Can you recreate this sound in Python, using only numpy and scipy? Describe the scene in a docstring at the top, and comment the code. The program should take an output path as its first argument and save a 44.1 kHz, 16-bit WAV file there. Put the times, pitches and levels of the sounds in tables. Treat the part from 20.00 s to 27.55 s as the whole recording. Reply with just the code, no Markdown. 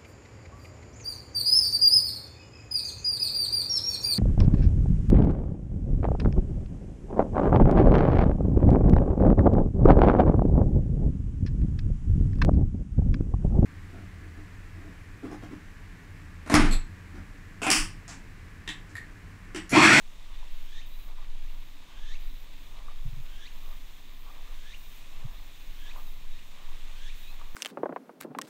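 """Slow footsteps press into gravel among summer trees, heard by a hand-held camera.
From the start there is coloured noise for leaves and far traffic, low swings for the camera's shake, and a
pulsed noise buzz over a far chorus. Resonant clicks crackle under the first step, then a cicada's gliding
tone rasps upward, again and again. Thin gliding whistles enter before one second; just after three seconds,
and once past five, short low swings thump the microphone."""
import sys
import numpy as np
from scipy import signal
from scipy.fft import rfft, irfft
from scipy.io import wavfile
from scipy.ndimage import uniform_filter1d

SR = 44100
rng = np.random.default_rng(int(sys.argv[2]) if len(sys.argv) > 2 else 0)


def digitize_waveform(pressure):
    """Quantize a signal to 16-bit integers and store it at the path in sys.argv[1].

    Rows of a 2-D input are taken as channels; values are limited to [-1, 1].
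    """
    field = np.atleast_2d(pressure).T
    bounded = np.clip(field, -1, 1)
    quanta = np.round(bounded * 32767).astype(np.int16)
    wavfile.write(sys.argv[1], SR, quanta)


def makeup_ratio(level_db):
    """Linear amplitude ratio for a level in decibels (20 dB per factor of ten)."""
    decades = np.asarray(level_db, float) / 20
    return 10 ** decades


N = 332955
T = np.arange(N) / SR  # [s]

# colour of leaves, traffic and hiss: (frequency [Hz], relative density [dB per Hz])
AIR_COLOUR = [(26, -16), (45, -10.5), (56, -20), (81, -15), (279, -24.5), (500, -31.5), (1130, -32),
              (1400, -34), (2230, -42), (3640, -48), (5050, -39), (6690, -64), (10700, -66), (12000, -42.5),
              (15600, -73), (22000, -120)]
# faint low hum, before its waver: (time [s], level [dB])
HUM_LEVEL = [(0, -75.5), (1.1, -73.5), (1.6, -73.5), (2.5, -67), (2.8, -80), (4.4, -71), (4.65, -73),
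             (5.0, -76.5), (5.6, -72.5), (7.55, -79)]
# slow swing of the camera in the hand, before its waver: (time [s], level [dB])
SLOW_SHAKE = [(0, -40), (.2, -38), (.5, -29.5), (1.03, -36.5), (1.24, -30.5), (1.5, -29), (1.69, -38),
              (1.77, -37), (1.95, -40), (2.12, -26.5), (2.3, -32), (2.42, -39.5), (2.7, -36.5), (3.0, -29),
              (3.38, -37), (3.48, -38.5), (3.7, -31.5), (4.0, -42), (4.2, -37), (4.5, -34.5), (4.95, -40.5),
              (5.25, -32.5), (5.56, -41), (5.8, -32), (6.33, -31.5), (6.55, -41), (6.72, -29.5),
              (6.88, -29.5), (7.1, -31.5), (7.25, -36), (7.55, -30.5)]
# quick jolts of the camera: (time [s], level [dB], rise and fall time [s])
CAMERA_JOLTS = [(0.173, -45, 0.03), (0.357, -42, 0.087), (1.028, -40.5, 0.045), (1.255, -46, 0.046),
                (1.69, -55, 0.035), (1.997, -42, 0.074), (2.283, -40, .06), (2.43, -46, 0.076),
                (2.596, -47, 0.12), (2.805, -41, 0.092), (3.081, -34, 0.029), (3.328, -44, 0.089),
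                (3.537, -46.5, 0.066), (3.804, -44, 0.13), (4.26, -45, 0.041), (4.513, -39.5, 0.068),
                (4.713, -42, 0.032), (4.9, -45.5, .1), (5.37, -41, 0.1), (5.688, -43, .06),
                (6.344, -61, .06), (6.75, -59, .08), (7.384, -50, 0.058)]
# swells of the far chorus: (time [s], middle level [dB], upper level [dB])
CHORUS_SWELLS = [(0.0, -62, -66), (0.4, -57.5, -66.5), (0.8, -58.5, -67), (1.14, -60, -68),
                 (1.89, -59, -67.5), (2.1, -58, -67.5), (2.33, -58.5, -66), (3.09, -59.5, -66.5),
                 (3.47, -58, -64.5), (4.25, -59.5, -66.5), (4.58, -57, -63.5), (5.38, -58.5, -65),
                 (5.91, -57, -64.5), (6.08, -59.5, -66), (6.5, -58, -65.5), (7.17, -55, -63),
                 (7.55, -60, -66)]
# colour of the high buzz: (frequency [Hz], relative density [dB per Hz])
BUZZ_COLOUR = [(7000, -30), (9000, -15), (11200, -11), (12500, -5), (13500, -1), (14600, 0), (15700, -2),
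               (15800, -60)]
# colour of the chorus's middle range: (frequency [Hz], relative density [dB per Hz])
MIDDLE_COLOUR = [(820, -57), (1400, -9.5), (1800, -2.5), (2520, 0), (3100, -2), (3650, 1.5), (5000, -13),
                 (6500, -79), (11000, -120)]
# colour of the chorus's upper range: (frequency [Hz], relative density [dB per Hz])
UPPER_COLOUR = [(2710, -9), (4600, -16.5), (5150, -3), (6720, -1.5), (11000, -12), (14300, -38),
                (22000, -120)]
# bursts of high buzz, the strong ones just after a rasp: (start [s], time to release [s], level [dB])
BUZZ_BURSTS = [(.5, 0.2, -69), (0.848, 0.21, -64), (1.41, 0.34, -70.5), (2.185, 0.23, -65), (2.5, 0.2, -70),
               (3.02, 0.3, -71), (3.508, 0.25, -64.5), (4.12, 0.19, -70), (4.76, 0.21, -63.5),
               (5.3, .55, -69.5), (5.95, 0.16, -62.5), (7.143, 0.17, -63)]
# steady buzz under the bursts: (time [s], level [dB])
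STEADY_BUZZ = [(0, -74), (2.0, -74), (2.9, -71), (3.9, -68), (4.6, -68.5), (5.1, -68), (6.3, -67.5),
               (6.9, -69), (7.1, -70), (7.55, -66)]
# heel and toe roll weight onto the gravel: (time of most weight [s], crunch level [dB], press [s], release [s])
FOOTSTEPS = [(.12, -64.5, .05, 0.019), (.31, -63.5, 0.051, 0.044), (.44, -62, 0.063, .04),
             (1.11, -61, .06, 0.033), (1.19, -60.5, 0.033, .08), (1.99, -62.5, 0.11, .05),
             (2.78, -59.5, 0.065, 0.057), (2.87, -58.5, 0.061, 0.076), (3.72, -59.5, .12, 0.033),
             (4.29, -57.5, .04, 0.13), (4.49, -60.5, 0.078, 0.087), (5.25, -60, 0.16, 0.13),
             (5.88, -58.5, 0.033, 0.05), (5.97, -53, 0.036, 0.056), (6.6, -57, 0.044, 0.053),
             (6.74, -60, 0.077, 0.063), (6.88, -63, .05, 0.13), (7.35, -59, 0.059, .02),
             (7.42, -54.5, 0.035, .03), (7.48, -62.5, .03, 0.071)]
# stone sizes, each filtered twice: (resonance [Hz], width of one filter [Hz], relative level [dB])
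STONE_SIZES = [(535, 410, -1.5), (738, 420, -1.5), (993, 340, 3.5), (1170, 164, 0), (2100, 2400, -0.5)]
# single stones that slip; the knock peaks about 10.6 dB under its level: (time [s], level [dB], ring [Hz])
SLIPPING_STONES = [(0.11, -60, 810), (0.429, -36.5, 980), (1.992, -47, 883), (2.767, -45, 1260),
                   (2.883, -30.5, 1170), (2.913, -37.5, 1170), (4.277, -51, 1110), (4.301, -39, 1130),
                   (4.333, -50, 1130), (4.457, -50, 910), (5.249, -55, 1170), (5.881, -46, 1148),
                   (5.961, -34, 1000), (5.984, -38, 1040), (7.413, -32, 1150)]
# rasps of the cicada: (end [s], base level [dB], time stretch [ratio], pitch [ratio],
# overtones against the tone [dB], added level of the final hook [dB])
CICADA_RASPS = [(.485, -72, 0.93, 1.0, -2, -7), (0.83, -59.5, .8, 1.04, 0, -10.5),
                (1.502, -72, 1.01, 0.97, -3, -6), (2.172, -60.5, 1.1, 1.01, .5, -7),
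                (3.49, -62.5, 0.9, 0.98, 2.5, -5), (4.757, -63, .8, 1.02, 0, -5.5),
                (5.41, -71, .8, 1.03, -2, -8), (5.927, -63.5, 0.86, .97, 1.5, -5.5),
                (6.405, -70.5, .8, 1.05, 0, -5.5), (7.117, -61.5, 0.83, 0.97, 1.0, -7.5)]
# one rasp before stretch and pitch ratio: (time from its end [s], pitch [Hz], level over base [dB])
RASP_GLIDE = [(-.34, 1384, -26), (-.24, 1500, -12), (-.12, 1660, -3.5), (-.05, 1784, 3), (-.03, 2000, 10.5),
              (-.014, 2650, 9.5), (0, 3250, -8)]
# resonance of the hollow body: (frequency [Hz], gain [dB])
HOLLOW_BODY = [(1300, -1), (2000, -3), (2800, 7.5), (3600, 9), (4500, 2.5), (6500, -12), (9000, -21)]
# colour of the rasp's hiss: (frequency [Hz], relative density [dB per Hz])
HISS_COLOUR = [(2500, -12), (4000, -3), (6500, 2.5), (8000, -11.5), (11000, -34), (15000, -70)]
# faint thin whistles, before wobble and waver: (start [s], length [s], first pitch [Hz], last pitch [Hz],
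# peak level [dB])
THIN_WHISTLES = [(.81, .07, 3650, 3850, -61), (.89, 0.09, 3880, 3930, -62), (.99, 0.045, 3970, 4000, -60),
                 (2.249, 0.15, 3850, 3980, -65), (4.82, .11, 3700, 3720, -63),
                 (4.92, 0.29, 2510, 2800, -62.5), (5.34, .07, 3650, 4450, -65),
                 (6.065, 0.045, 3780, 3770, -59), (6.28, .08, 3780, 3780, -63),
                 (7.23, .125, 2490, 2680, -59), (7.21, 0.12, 3740, 4350, -58)]
# puffs on the microphone: (time [s], envelope peak [dB], pitch at that time [Hz], half-width of the bell [s])
MIC_PUFFS = [(3.0615, -31.5, 122.5, 0.0085), (3.0875, -36.5, 120, 0.0085), (3.1355, -36.5, 116, 0.0085),
             (3.1805, -40, 131, 0.013), (3.205, -37.5, 108, 0.0061), (5.256, -31.5, 123.7, 0.0092)]


def unit(x):
    """Scale to an rms of one."""
    return x / np.sqrt(np.mean(np.abs(x) ** 2))


def noise():
    """White noise."""
    return rng.standard_normal(N)


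def curves(table):
    """Draw the columns of a table sample by sample."""
    s, *columns = np.transpose(table)
    return [np.interp(T, s, column) for column in columns]


def colour(x, points):
    """Filter by (Hz, dB) points, joined along a logarithmic frequency axis."""
    hz, db = np.transpose(points)
    f = np.maximum(np.arange(N // 2 + 1) * SR / N, 1e-3)
    gain = makeup_ratio(np.interp(np.log(f), np.log(hz), db))
    return irfft(rfft(x) * gain, N)


def ring(x, hz, width_hz):
    """One resonance, gain 1 at its centre."""
    return signal.lfilter(*signal.iirpeak(hz, hz / width_hz, fs=SR), x)


def walk(rate):
    """Slow chance with a spread of one: noise averaged twice over 1 / rate seconds."""
    k = int(SR / rate)
    return unit(uniform_filter1d(uniform_filter1d(noise(), k), k))


def grit(rate, spread_db):
    """Random clicks at a mean rate per second, most small and a few large."""
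    hits = rng.random(N) < rate / SR
    return hits * noise() * makeup_ratio(spread_db * rng.exponential(size=N))


def bumps(rows, bed_db):
    """Level of bell-shaped swells (s, dB, rise s, fall s) over a bed; powers add."""
    power = makeup_ratio(bed_db) ** 2
    for s, db, rise, fall in rows:
        width = np.where(T < s, rise, fall)
        power = power + makeup_ratio(db) ** 2 * np.exp(-2 * ((T - s) / width) ** 2)
    return np.sqrt(power)


def air():
    """Leaves, far traffic and microphone hiss as coloured noise, with a narrow low hum."""
    wash = unit(colour(noise(), AIR_COLOUR)) * makeup_ratio(0.5 * walk(1))
    hum = unit(ring(ring(noise(), 281.0, 32.0), 281.0, 32.0))
    hum_level = makeup_ratio(curves(HUM_LEVEL)[0] + 2.0 * walk(3.2))
    return makeup_ratio(-59.5) * wash + hum_level * hum


def shake():
    """Two loose swings of hand and camera, whose rates wander, over a slower sway."""
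    slow_hz = 14.5 * (1 + 0.1 * walk(5))
    quick_hz = 29.5 * (1 + 0.08 * walk(5))
    sway = 0.3 * unit(ring(noise(), 7.0, 6.0))
    slow = np.sin(2 * np.pi * np.cumsum(slow_hz) / SR) + sway
    quick = np.sin(2 * np.pi * np.cumsum(quick_hz) / SR)
    slow_level = makeup_ratio(curves(SLOW_SHAKE)[0] + 0.83 * walk(23.4))
    # a faint quick tremor stays between the jolts
    quick_level = bumps([(s, db, length, length) for s, db, length in CAMERA_JOLTS], bed_db=-67)
    both = np.sqrt(2) * (slow_level * slow + quick_level * quick)
    return signal.sosfiltfilt(signal.butter(8, 38.0, fs=SR, output="sos"), both)


def buzz_level():
    """Bursts that swell and die away over the steady buzz; powers add."""
    attack_s, release_s = 0.017, 0.081
    power = makeup_ratio(curves(STEADY_BUZZ)[0]) ** 2
    for s, length, db in BUZZ_BURSTS:
        swell = (T - s) / attack_s
        fade = (s + length - T) / release_s + 1
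        power = power + makeup_ratio(db) ** 2 * np.clip(np.minimum(swell, fade), 0, 1) ** 2
    return np.sqrt(power)


def chorus():
    """Near and far cicadas: pulsed noise buzzes in the treble, clicks and noise wash together below."""
    middle_db, upper_db = curves(CHORUS_SWELLS)
    beat_hz = 135 * (1 + 0.14 * walk(7.9))
    beat = np.cumsum(beat_hz) / SR % 1  # place within each pulse, 0 to 1
    pulses = noise() * (2.0 + np.exp(-beat / 0.13))
    buzz = colour(pulses, BUZZ_COLOUR) * makeup_ratio(0.77 * walk(16))
    middle = colour(grit(rate=9000.0, spread_db=1.0), MIDDLE_COLOUR) * makeup_ratio(0.64 * walk(42))
    upper = colour(noise(), UPPER_COLOUR) * makeup_ratio(0.6 * walk(5))
    return buzz_level() * unit(buzz) + makeup_ratio(middle_db) * unit(middle) + makeup_ratio(upper_db) * unit(upper)


def gravel():
    """Stones of several sizes grind under the sole, each size crackling on its own; a few slip and knock."""
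    bed = np.zeros(N)
    for hz, width_hz, db in STONE_SIZES:
        clicks = grit(rate=1200.0, spread_db=1.46)
        bed += makeup_ratio(db) * unit(ring(ring(clicks, hz, width_hz), hz, width_hz))
    # the bed level is gravel settling between the steps; the crunch flutters by 1 dB
    out = unit(bed) * bumps(FOOTSTEPS, bed_db=-66) * makeup_ratio(1 * walk(31))
    t = T[:SR // 20]
    knock = t / 0.0023 * np.exp(1 - t / 0.0018)
    for s, db, hz in SLIPPING_STONES:
        i = int(s * SR)
        out[i:i + len(t)] += makeup_ratio(db - 8.5) * np.sin(2 * np.pi * hz * t) * knock
    return out


def blurred_tone(phase, rough, blur):
    """A tone whose strength and phase stray at random, so that its line smears."""
    return np.real(np.exp(1j * phase) * (1 + rough * (walk(blur) + 1j * walk(blur))))


def rasps():
    """The drumming membrane speeds up into a gliding tone with blurred overtones, shaped by the hollow body."""
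    when, pitch, shape_db = np.transpose(RASP_GLIDE)
    hz, level, over = np.full(N, pitch[0]), np.zeros(N), np.zeros(N)
    for end, db, pace, ratio, over_db, hook_db in CICADA_RASPS:
        on = (T > end + pace * when[0]) & (T < end)
        hz[on] = ratio * np.interp(T[on] - end, pace * when, pitch)
        hooked_db = shape_db + hook_db * (pitch > pitch[3])
        level[on] = makeup_ratio(db + np.interp(T[on] - end, pace * when, hooked_db))
        over[on] = makeup_ratio(over_db)
    phase = 2 * np.pi * np.cumsum(hz) / SR
    blur = 260.0
    tone = blurred_tone(phase, 1.3, blur)
    # uneven beats smear the higher overtones more
    overtones = np.zeros(N)
    for k in range(2, 5):
        treble_loss = np.clip((5200 - k * hz) / 900, 0.15, 1)
        overtones += blurred_tone(k * phase, 1.0, blur * k ** 2) / k * treble_loss
    near = colour(level * (tone + over * overtones), HOLLOW_BODY)
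    # the rasp also hisses in the treble, less sharply timed than the tone
    hiss = uniform_filter1d(level, size=SR // 16) * noise()
    near = near + makeup_ratio(3.5) * colour(hiss, HISS_COLOUR)
    # trunks and fence scatter it back
    t = T[:SR // 3]
    scatter = rng.standard_normal(len(t)) * np.exp(-t / 0.04)
    return near + makeup_ratio(-37) * signal.fftconvolve(near, scatter)[:N]


def whistles():
    """Short broken tones far off glide in pitch, blurred by the leaves in level and pitch."""
    out = np.zeros(N)
    waver = makeup_ratio(2.2 * walk(70))
    wobble_hz = 32 * walk(120)
    for s, length, first_hz, last_hz, db in THIN_WHISTLES:
        u = np.clip((T - s) / length, 0, 1)
        hz = first_hz + (last_hz - first_hz) * u ** 3 + wobble_hz
        envelope = np.sqrt(np.abs(np.sin(np.pi * u))) * (u < 1)
        out += makeup_ratio(db) * envelope * np.sin(2 * np.pi * np.cumsum(hz) / SR)
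    return out * waver


def puffs():
    """Each puff rocks the diaphragm for two or three swings that slow down."""
    out, sag = np.zeros(N), 700.0  # sag of the swing: the pitch falls by twice this [Hz per s]
    for s, db, hz, length in MIC_PUFFS:
        t = T - s
        swing = np.sin(2 * np.pi * (hz - sag * t) * t - 1.3)
        out += makeup_ratio(db) * np.exp(-(t / length) ** 2) * swing
    return out


def scene():
    """All sources, in one channel."""
    mix = air() + shake() + chorus() + gravel() + rasps() + whistles() + puffs()
    return mix[None]


def top_cut(x):
    """Nothing passes above the cut-off."""
    return signal.sosfilt(signal.butter(12, 16360, fs=SR, output="sos"), x)


def record(dry):
    """The finished mix as the camera keeps it."""
    return top_cut(dry)


dry = scene()
out = record(dry)
digitize_waveform(out)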